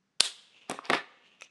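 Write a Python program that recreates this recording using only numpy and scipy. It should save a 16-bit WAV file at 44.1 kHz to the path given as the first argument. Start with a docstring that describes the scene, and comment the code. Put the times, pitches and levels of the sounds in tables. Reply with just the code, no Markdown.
"""Marker caps and a small desk

A plastic marker cap snaps shut in a small room; markers knock, bounce and rattle on a desk, then a cap is
eased loose with small clicks. Each blow is a sum of damped modes; friction is noise or random grains through
resonances. Hands and sleeve rustle faintly over still air, and a filtered noise tail gives the room."""
import sys
import numpy as np
from scipy import signal
from scipy.fft import rfft, irfft, next_fast_len
from scipy.io import wavfile

SR = 44100
rng = np.random.default_rng(int(sys.argv[2]) if len(sys.argv) > 2 else 0)


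def unload_wav(signal):
    """Save mono or channel-first audio to the path in sys.argv[1] as 16-bit WAV at rate SR, clipped to [-1, 1]."""
    wavfile.write(
        sys.argv[1],
        SR,
        np.round(np.clip(np.atleast_2d(signal).T, -1, 1) * 32767).astype(np.int16),
    )


N = 66150  # 1.5 s


def amp(db):
    """Decibel law: level to linear amplitude."""
    return 10 ** (np.asarray(db) / 20)


def unit(x):
    """Normalisation to an rms of 1."""
    return x / np.sqrt(np.mean(x ** 2) + 1e-20)


def along(points, hz):
    """Interpolation of (hz, value) points on a logarithmic frequency axis."""
    point_hz, value = np.transpose(points)
    return np.interp(np.log(hz + 1), np.log(point_hz + 1), value)


def filtered(x, response):
    """Linear filtering: the spectrum of x times a response of frequency."""
    size = next_fast_len(N + SR // 2)
    spectrum = rfft(x, size) * response(np.fft.rfftfreq(size, 1 / SR))
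    return irfft(spectrum, size)[..., :N]


def level(rows):
    """Amplitude envelope along (time_s, level_db) rows, with 40 ms fades from and to -100 dB."""
    s, db = np.transpose(rows)
    return amp(np.interp(np.arange(N) / SR, [s[0] - .04, *s, s[-1] + .04], [-100, *db, -100]))


SCATTER_DB, DETUNE = 1.5, .025  # standard deviations per mode: level, and pitch as a fraction
MOST_CYCLES, RISE_CYCLES = 18, 0.4  # longest 60 dB decay in cycles; rise time in cycles of dull_hz


def ring(modes, dull_hz, thin_hz=50, cycles=MOST_CYCLES):
    """Modal synthesis of one blow: damped modes vary each time; a soft contact loses the high ones."""
    t = np.arange(SR // 8) / SR
    hz, db, t60 = np.transpose(modes)[:, :, None]
    scatter, detune, phase = rng.standard_normal((3, *hz.shape))
    decay_db = 60 * t / np.minimum(t60, cycles / hz)
    gains = amp(db + SCATTER_DB * scatter - decay_db)
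    gains = gains / (1 + (hz / dull_hz) ** 4)
    gains = gains / (1 + (thin_hz / hz) ** 2)
    tones = np.sum(gains * np.sin(2 * np.pi * hz * (1 + DETUNE * detune) * t + phase), axis=0)
    rise = (1 - np.exp(-t * dull_hz / RISE_CYCLES)) ** 2
    return tones * rise / 2


def add(track, s, sound):
    """Superposition: mix a sound into the track, in place, at s seconds."""
    part = track[round(s * SR):][:len(sound)]
    part += sound[:len(part)]


def grains(rate, spread_db):
    """Random impulse process: tiny contacts, on average rate a second, at rms 1."""
    contacts = rng.random(N) < rate / SR
    strength = rng.standard_normal(N) * amp(spread_db * rng.standard_normal(N))
    return unit(contacts * strength)


def body(peaks):
    """Parallel resonance: (pitch_hz, width_hz, level_db) band-passes summed with alternating sign."""
    def response(f):
        total = 0
        for k, (hz, width, db) in enumerate(peaks):
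            total = total + (-1) ** k * amp(db) * 1j * f * width / (hz * hz - f * f + 1j * f * width)
        return total
    return response


# spectrum shape of the still air: pitch_hz, density_db
AIR_SPECTRUM = [(25, -19), (60, -23), (100, -15), (130, -7), (200, -0.5), (300, -8.5), (600, -17.5),
                (1500, -16.5), (3000, -23), (6000, -24.5), (11000, -41.5)]
AIR_DB = -78  # rms level


def still_air():
    """Stationary coloured noise: a steady faint hush."""
    noise = rng.standard_normal(N)
    return amp(AIR_DB) * unit(filtered(noise, lambda hz: amp(along(AIR_SPECTRUM, hz))))


# strength of the rubbing: time_s, level_db
RUSTLE_LEVEL = [(.3, -69), (.5, -72.5), (.545, -64), (.57, -58.5), (.6, -63), (.625, -57.5), (.65, -63),
                (.69, -64), (.8, -71), (1.1, -66), (1.22, -69.5), (1.27, -60), (1.3, -66), (1.33, -64),
                (1.38, -69), (1.44, -58), (1.47, -61), (1.5, -106)]
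# broad resonances of cloth and skin: pitch_hz, width_hz, level_db
CLOTH = [(425, 500, -6.5), (1600, 1500, -11.5), (2678, 570, 6.5), (3140, 1400, -1), (6600, 1500, -15)]


def rustle():
    """Friction of cloth and skin: dense grains excite a few broad resonances."""
    return level(RUSTLE_LEVEL) * unit(filtered(grains(9000, spread_db=1), body(CLOTH)))


# colour of the whole room tail: pitch_hz, level_db
ROOM_COLOUR = [(100, -27.5), (400, -7), (1500, -3), (3500, -2), (6000, -3), (11000, -13.5)]
# decay time of the lingering tail: pitch_hz, t60_s
LATE_DECAY = [(100, 1), (1000, 0.85), (3500, 0.83), (11000, 0.52)]
EARLY_DB, EARLY_PEAK_S, EARLY_T60 = -39, 0.045, 0.18  # level at the peak, its time, then decay time in s
GATHER_DB, LATE_DB = 7, -50  # early rise up to the peak; starting level of the late tail


def room(x):
    """Reverberation by convolution: near walls gather to a peak and die fast; a weaker tail lingers."""
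    hz, t, (early, late) = signal.stft(rng.standard_normal((2, SR)), SR, nperseg=128)
    rise_db = GATHER_DB * (t / EARLY_PEAK_S - 1)
    fall_db = -60 * (t - EARLY_PEAK_S) / EARLY_T60
    gather_db = np.where(t < EARLY_PEAK_S, rise_db, fall_db)
    late_db = LATE_DB - 60 * t / along(LATE_DECAY, hz)[:, None]
    both = early * amp(EARLY_DB + gather_db) + late * amp(late_db)
    tail = signal.istft(both * amp(along(ROOM_COLOUR, hz)[:, None]), SR, nperseg=128)[1]
    delayed = np.pad(x, (260, 0))  # about 6 ms
    return signal.fftconvolve(delayed, tail)[:N]


# markers rattling and dragging on the desk: time_s, level_db
SCUFF_LEVEL = [(.7, -40.5), (.73, -45), (.77, -60), (.8, -54.5), (.825, -68), (.85, -43.5), (.885, -50.5),
               (.905, -41), (.925, -33.5), (.945, -28.5), (.98, -41), (1.02, -64)]


def scuff():
    """Friction-driven resonance: grains of rattling, dragging contact sound wood and barrel."""
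    wood = body([(hz, 60 + hz / 5, db) for hz, db, _ in DESK + BARREL])
    return level(SCUFF_LEVEL) * unit(filtered(grains(5000, spread_db=2), wood))


# clicks as another cap is eased loose: start_s, level_db, dull_above_hz, thin_below_hz
EASES = [(1.4096, -39.5, 9000, 2135), (1.4202, -32, 7100, 493), (1.4245, -38.5, 9450, 1490)]
# modes of the loosened cap: pitch_hz, level_db, t60_s
LOOSE = [(544, 0.5, 0.018), (1290, -3, 0.03), (2190, 4, .012), (2480, 5.5, .016), (3500, 4, 0.0058),
         (5980, 6, .008), (7500, 2.5, .008), (10400, 4, .006)]
# the cap sliding off the barrel: time_s, level_db
PULL = [(1.432, -57.5), (1.448, -56), (1.468, -83.5)]


def loose_cap():
    """Impact and friction on one resonator: small clicks, then a soft slide through three of its modes."""
    slide_modes = LOOSE[::5] + LOOSE[3:4]
    resonances = body([(hz, 60 + hz / 12, db) for hz, db, _ in slide_modes])
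    out = level(PULL) * unit(filtered(rng.standard_normal(N), resonances))
    for s, db, dull_hz, thin_hz in EASES:
        add(out, s, amp(db) * ring(LOOSE, dull_hz, thin_hz, 2 * MOST_CYCLES))
    return out


# contacts of marker and desk: start_s, desk_db, barrel_db, edge_db, dull_above_hz
TAPS = [(.6975, -23, -41, -29, 5060), (0.7128, -27.5, -29.5, -32.5, 6000),
        (0.718, -26.5, -45.5, -43.5, 2970), (0.7438, -35.5, -48, -57.5, 5000),
        (0.7892, -41, -22, -76, 1300), (.895, -34, -62.5, -72, 3000), (0.8995, -20, -16.5, -43, 4000),
        (.9013, -29.5, -23, -31, 3500), (0.9048, -18, -21.5, -64.5, 3000), (0.9134, -19.5, -57, -64, 3940),
        (0.9317, -20.5, -16.5, -44, 3590), (.934, -24.5, -10.5, -37.5, 2060),
        (0.938, -31.5, -18, -51, 2410), (0.9431, -30.5, -54, -66, 3000), (0.9504, -23, -27.5, -51, 4000)]
# modes of the desk: pitch_hz, level_db, t60_s
DESK = [(159.8, -13.5, 0.12), (272, -1, 0.11), (333.4, -4, 0.067), (404.4, 4.5, 0.027), (550, -2.5, 0.046),
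        (604, -21.5, 0.063), (703, 4.5, .04)]
# modes of the marker barrel: pitch_hz, level_db, t60_s
BARREL = [(1120, 9.5, 0.0087), (1404, -16.5, 0.018), (1682, -6, 0.024), (1838, 8, 0.018), (2240, 9, 0.0094),
          (2600, 7.5, 0.022), (3510, 9.5, 0.011), (3740, 8, 0.015), (4800, -2.5, .006), (5700, -12, 0.0055),
          (6600, -27.5, .005)]
# modes of the hard edge: pitch_hz, level_db, t60_s
EDGE = [(8100, -20, .01), (8480, 15, .004), (10500, -26, .004)]
CRACK_DB, CRACK_T60 = 1.5, 0.012  # noise burst: level relative to edge_db, decay time in s


def taps():
    """Coupled impact: each contact thumps the desk, rings the barrel and ticks on its hard edge."""
    out, t = np.zeros(N), np.arange(SR // 50) / SR
    for s, desk_db, barrel_db, edge_db, dull_hz in TAPS:
        add(out, s, amp(desk_db) * ring(DESK, dull_hz))
        add(out, s, amp(barrel_db) * ring(BARREL, dull_hz))
        add(out, s, amp(edge_db) * ring(EDGE, SR))
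        crack = amp(edge_db + CRACK_DB - 60 * t / CRACK_T60)
        add(out, s, crack * rng.standard_normal(len(t)))
    return out


# a cap click as the walls hear it, all directions blended: pitch_hz, level_db
CAP_TO_WALLS = [(150, 5), (400, 19), (900, 14), (1500, 15.5), (2400, 15), (3500, 26.5), (4600, 20),
                (6000, 14.5), (8500, 23), (11000, 17.5)]


def cap_afar():
    """Directional radiation, blended: impulses at the cap's blows take the smooth colour the walls hear."""
    blows = np.zeros(N)
    for s, db, _, _ in CLICKS:
        blows[round(s * SR)] = amp(db)
    return filtered(blows, lambda hz: amp(along(CAP_TO_WALLS, hz)))


# clicks of the closing cap: start_s, level_db, dull_above_hz, thin_below_hz
CLICKS = [(.1987, -28.5, 2950, 408), (0.2018, -18.5, 5010, 1926), (0.206, -5, 9000, 1584),
          (0.2175, -40, 5000, 500), (0.2339, -32, 4920, 1523), (0.8545, -35.5, 5700, 2440)]
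# modes of the cap: pitch_hz, level_db, t60_s
CAP = [(510, -5.5, .03), (1480, 8.5, 0.0027), (2614, -5, 0.01), (3243, 8.5, 0.008), (4530, 14.5, .007),
       (5100, 8.5, .006), (5980, -13.5, .005), (6900, 9, .005), (9030, 12.5, .005), (10150, 9, .006)]
# the cap scrapes over its ridge, seats and shudders: time_s, level_db
SLIDE = [(.2016, -33), (.2054, -23), (.2068, -14), (.209, -22), (.2135, -36)]


def cap():
    """Snap-fit impact: clicks over ridges, and a brief scrape swelling into the main snap, then dying."""
    out = np.zeros(N)
    for s, db, dull_hz, thin_hz in CLICKS:
        add(out, s, amp(db) * ring(CAP, dull_hz, thin_hz))
    resonances = body([(hz, 900, db) for hz, db, _ in CAP])
    scrape = unit(filtered(rng.standard_normal(N), resonances))
    slide_s, slide_db = np.transpose(SLIDE)
    swell = amp(np.interp(np.arange(N) / SR, slide_s, slide_db, left=-120, right=-120))
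    return out + swell * scrape


LOOSE_TO_WALLS_DB = -7.5  # the hand covers the loosened cap
BASS_HZ = 140  # corner of the high-pass on all hits and scuffs


def scene():
    """Superposition of direct and reverberant sound: high-passed hits over rustle and still air."""
    knocks, loose = taps(), loose_cap()
    to_walls = knocks + cap_afar() + amp(LOOSE_TO_WALLS_DB) * loose
    hits = cap() + knocks + loose + room(to_walls) + scuff()
    hits = filtered(hits, lambda hz: (1j * hz / (1j * hz + BASS_HZ)) ** 3)
    return (hits + rustle() + still_air())[None]


TOP_HZ = 11900  # nothing passes above; the fade starts 900 Hz lower


def record(dry):
    """Soft saturation towards 0.9 of full scale, then band limiting."""
    soft = dry / (1 + np.abs(dry / .9) ** 6) ** (1 / 6)
    return filtered(soft, lambda hz: np.clip((TOP_HZ - hz) / 900, 0, 1))


dry = scene()
out = record(dry)
unload_wav(out)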